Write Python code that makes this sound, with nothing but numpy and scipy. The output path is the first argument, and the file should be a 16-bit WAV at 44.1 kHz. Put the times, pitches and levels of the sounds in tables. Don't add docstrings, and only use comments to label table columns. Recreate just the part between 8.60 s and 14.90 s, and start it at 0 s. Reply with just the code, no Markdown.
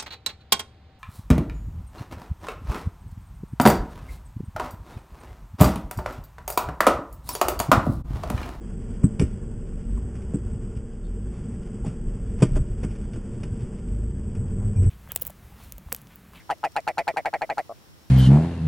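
import sys
import numpy as np
from scipy import signal
from scipy.fft import rfft, irfft
from scipy.io import wavfile

SR = 44100
rng = np.random.default_rng(int(sys.argv[2]) if len(sys.argv) > 2 else 0)


def store_wav(level_fs):
    pcm = np.round(np.clip(np.atleast_2d(level_fs), -1, 1) * 32767)
    wavfile.write(sys.argv[1], SR, pcm.T.astype(np.int16))


N = 277830
TIME = np.arange(N) / SR

# (frequency [Hz], gain [dB])
HISS_SPECTRUM = [(350, -1.5), (600, -17), (700, 4), (1040, -1), (1120, -0.5), (1220, -4), (1390, 0),
                 (2390, -11), (2660, -8.5), (3380, -8.5), (3800, -69), (4940, -64), (8360, -120)]
# (time [s], level [dB])
HISS_ENVELOPE = [(0, -57.5), (1.25, -60.5), (1.55, -58.5), (2.5, -62), (2.8, -59.5), (4.3, -58.5),
                 (5.15, -59.5), (5.4, -61.5), (5.8, -60), (6.3, -60)]
# (frequency [Hz], gain [dB])
SLUSH_SPECTRUM = [(300, -11.5), (750, 7.5), (1150, -1), (1700, -5.5), (2600, -16.5), (3600, -33.5)]
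# (time [s], half length [s], pitch [Hz], pitch spread [Hz], level [dB])
FAINT_CHIRPS = [(0.436, 0.0089, 2485, 160, -62), (1.379, 0.0051, 984, 200, -47.5),
                (2.46, 0.019, 3700, 496, -63), (3.25, 0.007, 825, 160.6, -42),
                (6.174, 0.012, 2380, 73, -57)]
# (time [s], half length [s], level [dB])
RASP_SWELLS = [(2.769, 0.059, -57), (2.945, 0.036, -62), (3.267, 0.021, -49), (3.823, 0.034, -46.5),
               (3.969, 0.016, -43), (4.241, 0.025, -52), (4.74, 0.06, -62), (5.019, 0.033, -55),
               (5.188, 0.034, -59), (6.146, 0.018, -68)]
# (frequency [Hz], gain [dB])
RASP_SPECTRUM = [(200, -13), (800, 11), (1500, 5), (2700, 2.5), (3600, -1.5), (5000, -16)]
# (time [s], level [dB])
ARM_CLACKS = [(3.823, -24.5), (3.965, -40.5), (4.237, -45), (4.834, -49.5)]
# (frequency [Hz], gain [dB], t60 [s])
ARM_MODES = [(617.4, 4.5, 0.084), (942, -1, 0.065), (1019.4, 0, 0.063), (1200, -1, 0.073),
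             (1366, -6.5, 0.05), (1520, -6, 0.061), (2260, -10, 0.04), (2520, 4.5, 0.027),
             (2883, -6, 0.069), (3210, -12.5, 0.091)]
# (time [s], level [dB])
PLASTIC_TAPS = [(0.5965, -32), (0.6145, -44)]
# (frequency [Hz], gain [dB], t60 [s])
PLASTIC_MODES = [(1070, -8, 0.11), (1600, -12, 0.12), (1783, -7, 0.063), (2300, -0.5, 0.049),
                 (2400, -2, 0.05), (3040, -12, 0.082), (3360, -8, 0.046)]
# (frequency [Hz], bandwidth [Hz], gain [dB])
TRIM_RESONANCES = [(617, 37, 7.5), (805, 160, -5.5), (1023, 23, -4.5), (1164, 100, -5.5), (1415, 180, -2.5),
                   (1830, 42, -4.5), (2275, 550, -6), (2830, 29, -1.5)]
# (frequency [Hz], gain [dB], t60 [s])
BODY_MODES = [(61.5, 16, 0.085), (125.3, 11.5, 0.11), (172, 4.5, 0.078), (214.6, 3, 0.097),
              (287.5, 6.5, 0.11), (353.6, 1.5, 0.14), (413, 4, 0.067), (478, -6, 0.099), (621, -29.5, 0.19)]
# (time [s], thump peak [dB], centre
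# [Hz], width [octaves], tuning [ratio], # thump delay [s], contact over thump [dB], rattle level [dB], rattle
# decay [s], rattle cutoff [Hz])
BODY_KNOCKS = [(0.4342, -4, 179.5, 0.62, 0.94, 0.00038, -21.5, -16.5, 0.0043, 1690),
               (0.445, -12, 218, 0.42, 1.01, 0.0014, -28, -49, 0.007, 1290),
               (0.595, -10, 153, 0.32, 1.05, 0.00044, -15.5, -7.5, 0.0017, 4220),
               (0.613, -9.5, 226, 1.17, 0.94, 0.0025, -6.5, -25.5, 0.012, 3020),
               (0.617, -14, 71, 0.5, 1.08, 0.014, -32, -44, 0.0096, 3000),
               (1.373, -34, 130, 1.3, 1.08, 0.014, -6, -36, 0.0029, 2360),
               (1.551, -54, 150, 1.1, 1.5, 0.016, -8, -41.5, 0.014, 3530),
               (1.617, -50, 150, 1, 0.73, 0.01, -8, -39, 0.0054, 3900),
               (1.737, -14, 187, 0.57, 0.97, 0.00037, -10.5, -38.5, 0.0081, 2510),
               (1.751, -19.5, 290, 0.68, 1.02, 0.00069, -18, -52, 0.006, 2000),
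               (2.169, -34, 150, 1.3, 0.75, 0.01, -15, -43, 0.0083, 3970),
               (3.249, -19, 196, 0.87, 0.91, 0.0096, -11, -30, 0.0063, 1100),
               (3.261, -19.5, 150.7, 0.79, 1.12, 0.0109, -19, -40, 0.036, 3950),
               (3.8215, -2, 167, 0.57, 0.98, 0.00037, -8.5, -20, 0.014, 4200),
               (3.957, -18.5, 222, 0.72, 1.3, 0.0064, -14.5, -21, 0.0098, 1390),
               (4.233, -17.5, 175, 0.71, 0.97, 0.0077, -9.5, -25.5, 0.01, 2680),
               (4.304, -45, 120, 0.9, 0.81, 0.013, 4, -43.5, 0.02, 4070),
               (4.532, -31.5, 201, 0.51, 1.17, 0.01283, -10, -40, 0.015, 4030),
               (4.559, -28, 214, 0.52, 1.1, 0.0121, -9, -39.5, 0.0068, 4000),
               (4.831, -27.5, 120, 0.63, 1.15, 0.0152, -15, -29.5, 0.0085, 3730),
               (5.75, -51, 198, 0.97, 1.1, 0.0094, -1, -39, 0.01, 3997),
               (6.223, -16.5, 157.5, 0.9, 0.87, 0.0037, -11.5, -41.5, 0.039, 2600)]
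# (time [s], peak [dB], centre [Hz])
DULL_THUMPS = [(0.434, -14.5, 50), (1.921, -20, 65), (2.164, -20, 90), (3.913, -19.5, 95.8),
               (3.948, -16.5, 92), (3.997, -17.5, 96), (4.922, -19.5, 84.4), (5.028, -20, 89),
               (6.255, -17.5, 131)]
# (time [s], length [s], frequency [Hz], peak [dB])
RUT_HEAVE = (3.905, .13, 30, -17)
# (time [s], level [dB])
ROAD_ROUGHNESS = [(0, -5), (.6, 2.5), (1.1, 0), (1.6, 0.5), (2, 2.5), (2.4, -14.5), (2.85, 1), (3.4, 3),
                  (3.95, 7.5), (4.3, 3.5), (4.65, 0.5), (5, 4), (5.22, -1.5), (5.45, 2), (6.05, 8),
                  (6.3, 13.5)]
# (frequency [Hz], gain [dB])
SHAKE_SPECTRUM = [(10, -3), (22, 10), (32, 12.5), (55, 5), (80, 7), (110, 9), (140, 3.5), (200, -37.5),
                  (400, -66)]
# (frequency [Hz], gain [dB])
ROAR_SPECTRUM = [(70, -0.5), (150, 0), (183, 3), (228, 5.5), (272, -9), (320, -9.5), (378, -4), (408, -14),
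                 (444, -4), (485, -13.5), (515, -18.5), (590, -16.5), (680, -33.5), (1200, -64.5)]
# (time [s], firing rate [Hz])
FIRING_RATE = [(0, 43.73), (1.2, 32.31), (1.5, 64.9), (1.8, 55.96), (2.12, 30.86), (2.32, 27.56),
               (2.7, 53.93), (3.15, 57.5), (3.42, 28.15), (3.69, 46.86), (3.95, 33.03), (4.3, 49.35),
               (4.6, 30), (5.21, 34.9), (5.33, 49.8), (5.52, 57.42), (5.79, 92), (5.98, 95), (6.08, 106.2),
               (6.18, 91.35), (6.3, 91.8)]
# (multiple of the firing rate [ratio], level [dB])
ENGINE_ORDERS = [(.5, -18.5), (1, 1), (1.5, -15.5), (2, -8.5), (2.5, -20), (3, -25), (4, -30.5), (6, -25.5)]
# (frequency [Hz], gain [dB])
CABIN_RESPONSE = [(60, -2.5), (100, 1), (145, -9), (188, 5), (218, 6), (270, -5), (380, -17), (600, -41)]
# (time [s], half length [s], boost [dB])
BOOM_SURGES = [(1.347, 0.048, 7), (2.497, 0.066, 5.5), (3.502, 0.033, 9.5), (3.674, 0.023, 4),
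               (5.34, 0.081, 5.5), (6.077, 0.039, 10.5), (6.2, 0.024, 20.5), (6.295, 0.043, 22.5)]
# (time [s], half length [s])
THROTTLE_LIFTS = [(3.153, 0.32), (4.806, 0.26)]
# (frequency [Hz], side gain [dB])
MIC_DIFFERENCE = [(60, -78.5), (110, -70), (190, -62), (330, -42), (590, -25.5), (1030, -31), (1830, -21.5),
                  (3230, -16.5)]
# (frequency [Hz], side over mid [dB])
RIGHT_TREBLE = [(3000, -75.5), (4500, -32), (10000, -29)]


def from_db(db):
    return 10 ** (np.asarray(db) / 20)


def unit(x):
    return x / np.sqrt(np.mean(x ** 2) + 1e-20)


def curve(rows):
    return np.interp(TIME, *np.transpose(rows))


def hump(s, half_s):
    return np.exp(-((TIME - s) / half_s) ** 2)


def colour(x, points):
    hz, db = np.transpose(points)
    gain_db = np.interp(np.log(np.fft.rfftfreq(N, 1 / SR) + 1), np.log(hz + 1), db)
    return irfft(rfft(x) * from_db(gain_db), N)


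def wander(rate_hz):
    hz = np.fft.rfftfreq(N, 1 / SR)
    return unit(irfft(rfft(rng.standard_normal(N)) / (1 + (hz / rate_hz) ** 4), N))


def grit(grains_per_s, spread_db):
    sizes = from_db(spread_db * np.minimum(rng.exponential(1, N), 4)) * rng.choice([-1, 1], N)
    return unit(sizes * (rng.random(N) < grains_per_s / SR))


def add(mix, s, sound):
    part = mix[max(round(s * SR), 0):][:len(sound)]
    part += sound[:len(part)]


def trim(x):
    return sum(from_db(db) * signal.lfilter(*signal.iirpeak(hz, hz / width, SR), x)
               for hz, width, db in TRIM_RESONANCES)


def snow(hiss_db=1, crumbs_db=-8, flicker_db=1, clumps_db=3.5):
    hiss = unit(colour(rng.standard_normal(N), HISS_SPECTRUM))
    hiss *= from_db(hiss_db + flicker_db * wander(rate_hz=16))
    thrown = grit(grains_per_s=200, spread_db=1.5) * from_db(clumps_db * wander(rate_hz=6))
    crumbs = unit(trim(thrown)) * from_db(crumbs_db)
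    return (hiss + crumbs) * from_db(curve(HISS_ENVELOPE))


def slush(level_db=-59.5, at_firing_hz=95, db_per_octave=10.5, clumps_db=2):
    churn = unit(colour(grit(grains_per_s=1500, spread_db=0.5), SLUSH_SPECTRUM))
    spin_db = db_per_octave * np.log2(curve(FIRING_RATE) / at_firing_hz)
    return churn * from_db(level_db + spin_db + clumps_db * wander(rate_hz=12))


def chirps():
    waver = wander(rate_hz=160)
    out = np.zeros(N)
    for s, half_s, hz, spread_hz, db in FAINT_CHIRPS:
        cycles = np.cumsum(hz + spread_hz / 2 * waver) / SR
        out += from_db(db) * hump(s, half_s) * np.sin(2 * np.pi * cycles)
    return np.sqrt(2) * out


def rasps():
    rasp = unit(colour(grit(grains_per_s=2800, spread_db=-3.5), RASP_SPECTRUM))
    return rasp * sum(from_db(db) * hump(s, half_s) for s, half_s, db in RASP_SWELLS)


def wipers(start_s=3.48, turn_s=4.1, park_s=5.18, level_db=-58.5, judder_db=3.5):
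    strokes = np.interp(TIME, [start_s, turn_s, park_s], [0, 1, 2])
    speed = abs(np.sin(np.pi * strokes))
    rubber_spectrum = [(200, 21), (600, 19.5), (1400, -2), (2400, 5), (3500, 2), (5000, -25)]
    rub = unit(colour(grit(grains_per_s=3100, spread_db=1.5), rubber_spectrum))
    return from_db(level_db + judder_db * wander(rate_hz=23)) * speed * rub


def clacks(hits, modes, rise_s):
    t = np.arange(SR // 4) / SR
    ring = sum(from_db(db - 60 * t / t60) * np.sin(2 * np.pi * hz * t) for hz, db, t60 in modes)
    ring *= 1 - np.exp(-t / rise_s)
    out = np.zeros(N)
    for s, db in hits:
        add(out, s, from_db(db) * ring)
    return out


def rattles(gain_db=3.5, crack_db=-15, tail_db=-14.5, tail_s=0.05, rise_cycles=7):
    t = np.arange(SR // 4) / SR
    chatter = np.zeros(N)
    for s, *_, db, decay_s, cutoff_hz in BODY_KNOCKS:
        noise = signal.lfilter(*signal.butter(4, cutoff_hz, fs=SR), rng.standard_normal(len(t)))
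        rise = 1 - np.exp(-t * cutoff_hz / rise_cycles)
        tail = from_db(tail_db) * np.sqrt(decay_s / tail_s) * np.exp(-t / tail_s)
        add(chatter, s, from_db(db) * noise * rise * (np.exp(-t / decay_s) + tail))
    return from_db(gain_db) * (trim(chatter) + from_db(crack_db) * chatter)


def blow(peak_db, centre_hz, octaves=1, tuning=1, rise_s=0.0031, near=False):
    t = np.arange(SR // 4) / SR
    hz, db, t60 = np.transpose(BODY_MODES)[:, :, None]
    sign = 1 if near else (-1) ** np.arange(len(BODY_MODES))[:, None]
    weight = 1 / (1 + (np.log2(hz / centre_hz) / octaves) ** 2) ** 2
    modes = from_db(db - 60 * t / t60) * np.sin(2 * np.pi * tuning * hz * t)
    ring = (sign * weight * modes).sum(0) * (1 - np.exp(-t / rise_s))
    return from_db(peak_db) * ring / abs(ring).max()


def thumps(contact_pitch_ratio=3.4):
    out = np.zeros(N)
    for s, peak_db, centre_hz, octaves, tuning, delay_s, contact_db, *_ in BODY_KNOCKS:
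        contact_hz = centre_hz * contact_pitch_ratio
        add(out, s, blow(peak_db + contact_db, contact_hz, tuning=tuning, rise_s=0.0015, near=True))
        add(out, s + delay_s, blow(peak_db, centre_hz, octaves, tuning))
    for s, peak_db, centre_hz in DULL_THUMPS:
        add(out, s, blow(peak_db, centre_hz))
    return out


def suspension():
    s, length_s, hz, db = RUT_HEAVE
    t = np.arange(round(length_s * SR)) / SR
    out = np.zeros(N)
    add(out, s, from_db(db) * np.sin(2 * np.pi * hz * t) * signal.windows.tukey(len(t), 0.3))
    return out


def tyres(shake_db=-36.5, roar_db=-36, flutter_db=0.9):
    road_db = curve(ROAD_ROUGHNESS)
    lumps_db = flutter_db * wander(rate_hz=18)
    shake = unit(colour(rng.standard_normal(N), SHAKE_SPECTRUM))
    roar = unit(colour(rng.standard_normal(N), ROAR_SPECTRUM))
    return (shake * from_db(shake_db + road_db + lumps_db)
            + roar * from_db(roar_db + 0.17 * road_db + 0.36 * lumps_db))


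def engine_gain(coast_db=-36, pull_db=3, full_pull_octaves_per_s=0.83, lag_s=0.022,
                drone_db=4, drone_hz=51.1, drone_octaves=0.26, lift_db=-12):
    firing_hz = curve(FIRING_RATE)
    octaves_per_s = np.gradient(np.log2(firing_hz)) * SR
    climb = np.clip(octaves_per_s / full_pull_octaves_per_s, 0, 1)
    pole = np.exp(-1 / (lag_s * SR))
    pull = signal.lfilter([1 - pole], [1, -pole], climb)
    drone = np.exp(-(np.log2(firing_hz / drone_hz) / drone_octaves) ** 2)
    lift = sum(hump(s, half_s) for s, half_s in THROTTLE_LIFTS)
    return from_db(coast_db + pull_db * pull + drone_db * drone + lift_db * lift)


def engine(jitter=0.0077, uneven_db=0.5, other_orders_share=0.37):
    firing_hz = curve(FIRING_RATE) * (1 + jitter * wander(rate_hz=10.1))
    firings = np.cumsum(firing_hz) / SR
    surge = sum((from_db(db) - 1) * hump(s, half_s) for s, half_s, db in BOOM_SURGES)
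    surge_db = 20 * np.log10(1 + surge)
    out = np.zeros(N)
    for multiple, db in ENGINE_ORDERS:
        cabin_db = np.interp(multiple * firing_hz, *np.transpose(CABIN_RESPONSE))
        share = 1 if multiple == 1 else other_orders_share
        gain = from_db(db + cabin_db + share * surge_db + uneven_db * wander(rate_hz=16))
        out += gain * np.sin(2 * np.pi * (multiple * firings + rng.random()))
    return np.sqrt(2) * engine_gain() * out


def scene(off_centre_db=9):
    driving = engine() + tyres() + snow() + slush() + suspension() + wipers() + rasps() + chirps()
    wiper_arm = clacks(ARM_CLACKS, ARM_MODES, rise_s=0.0042)
    loose_fitting = clacks(PLASTIC_TAPS, PLASTIC_MODES, rise_s=0.00052)
    knocks = thumps() + rattles() + wiper_arm + loose_fitting
    mid = driving + knocks
    off_centre = driving + from_db(off_centre_db) * colour(knocks, [(500, -1.5), (1000, 3), (2500, -10.5)])
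    quarter_turn = signal.hilbert(off_centre).imag
    side = colour(off_centre + quarter_turn, MIC_DIFFERENCE) / np.sqrt(2)
    return np.array([mid - side, mid + side])


def record(dry, sample_hz=8000, anti_alias_hz=3780, top_hz=10600):
    faded = dry * signal.windows.tukey(N, 0.004)
    anti_alias = signal.firwin(801, anti_alias_hz, fs=SR)
    dulled = signal.oaconvolve(faded, anti_alias[None], "same")
    slow = signal.resample(dulled, round(N * sample_hz / SR), axis=1)
    held = signal.resample(np.repeat(slow, 5, axis=1), N, axis=1)
    held += np.outer([-1, 1], colour(held.mean(0), RIGHT_TREBLE))
    top_cut = signal.firwin(1023, top_hz, window=("kaiser", 9), fs=SR)
    return signal.oaconvolve(held, top_cut[None], "same")


dry = scene()
out = record(dry)
store_wav(out)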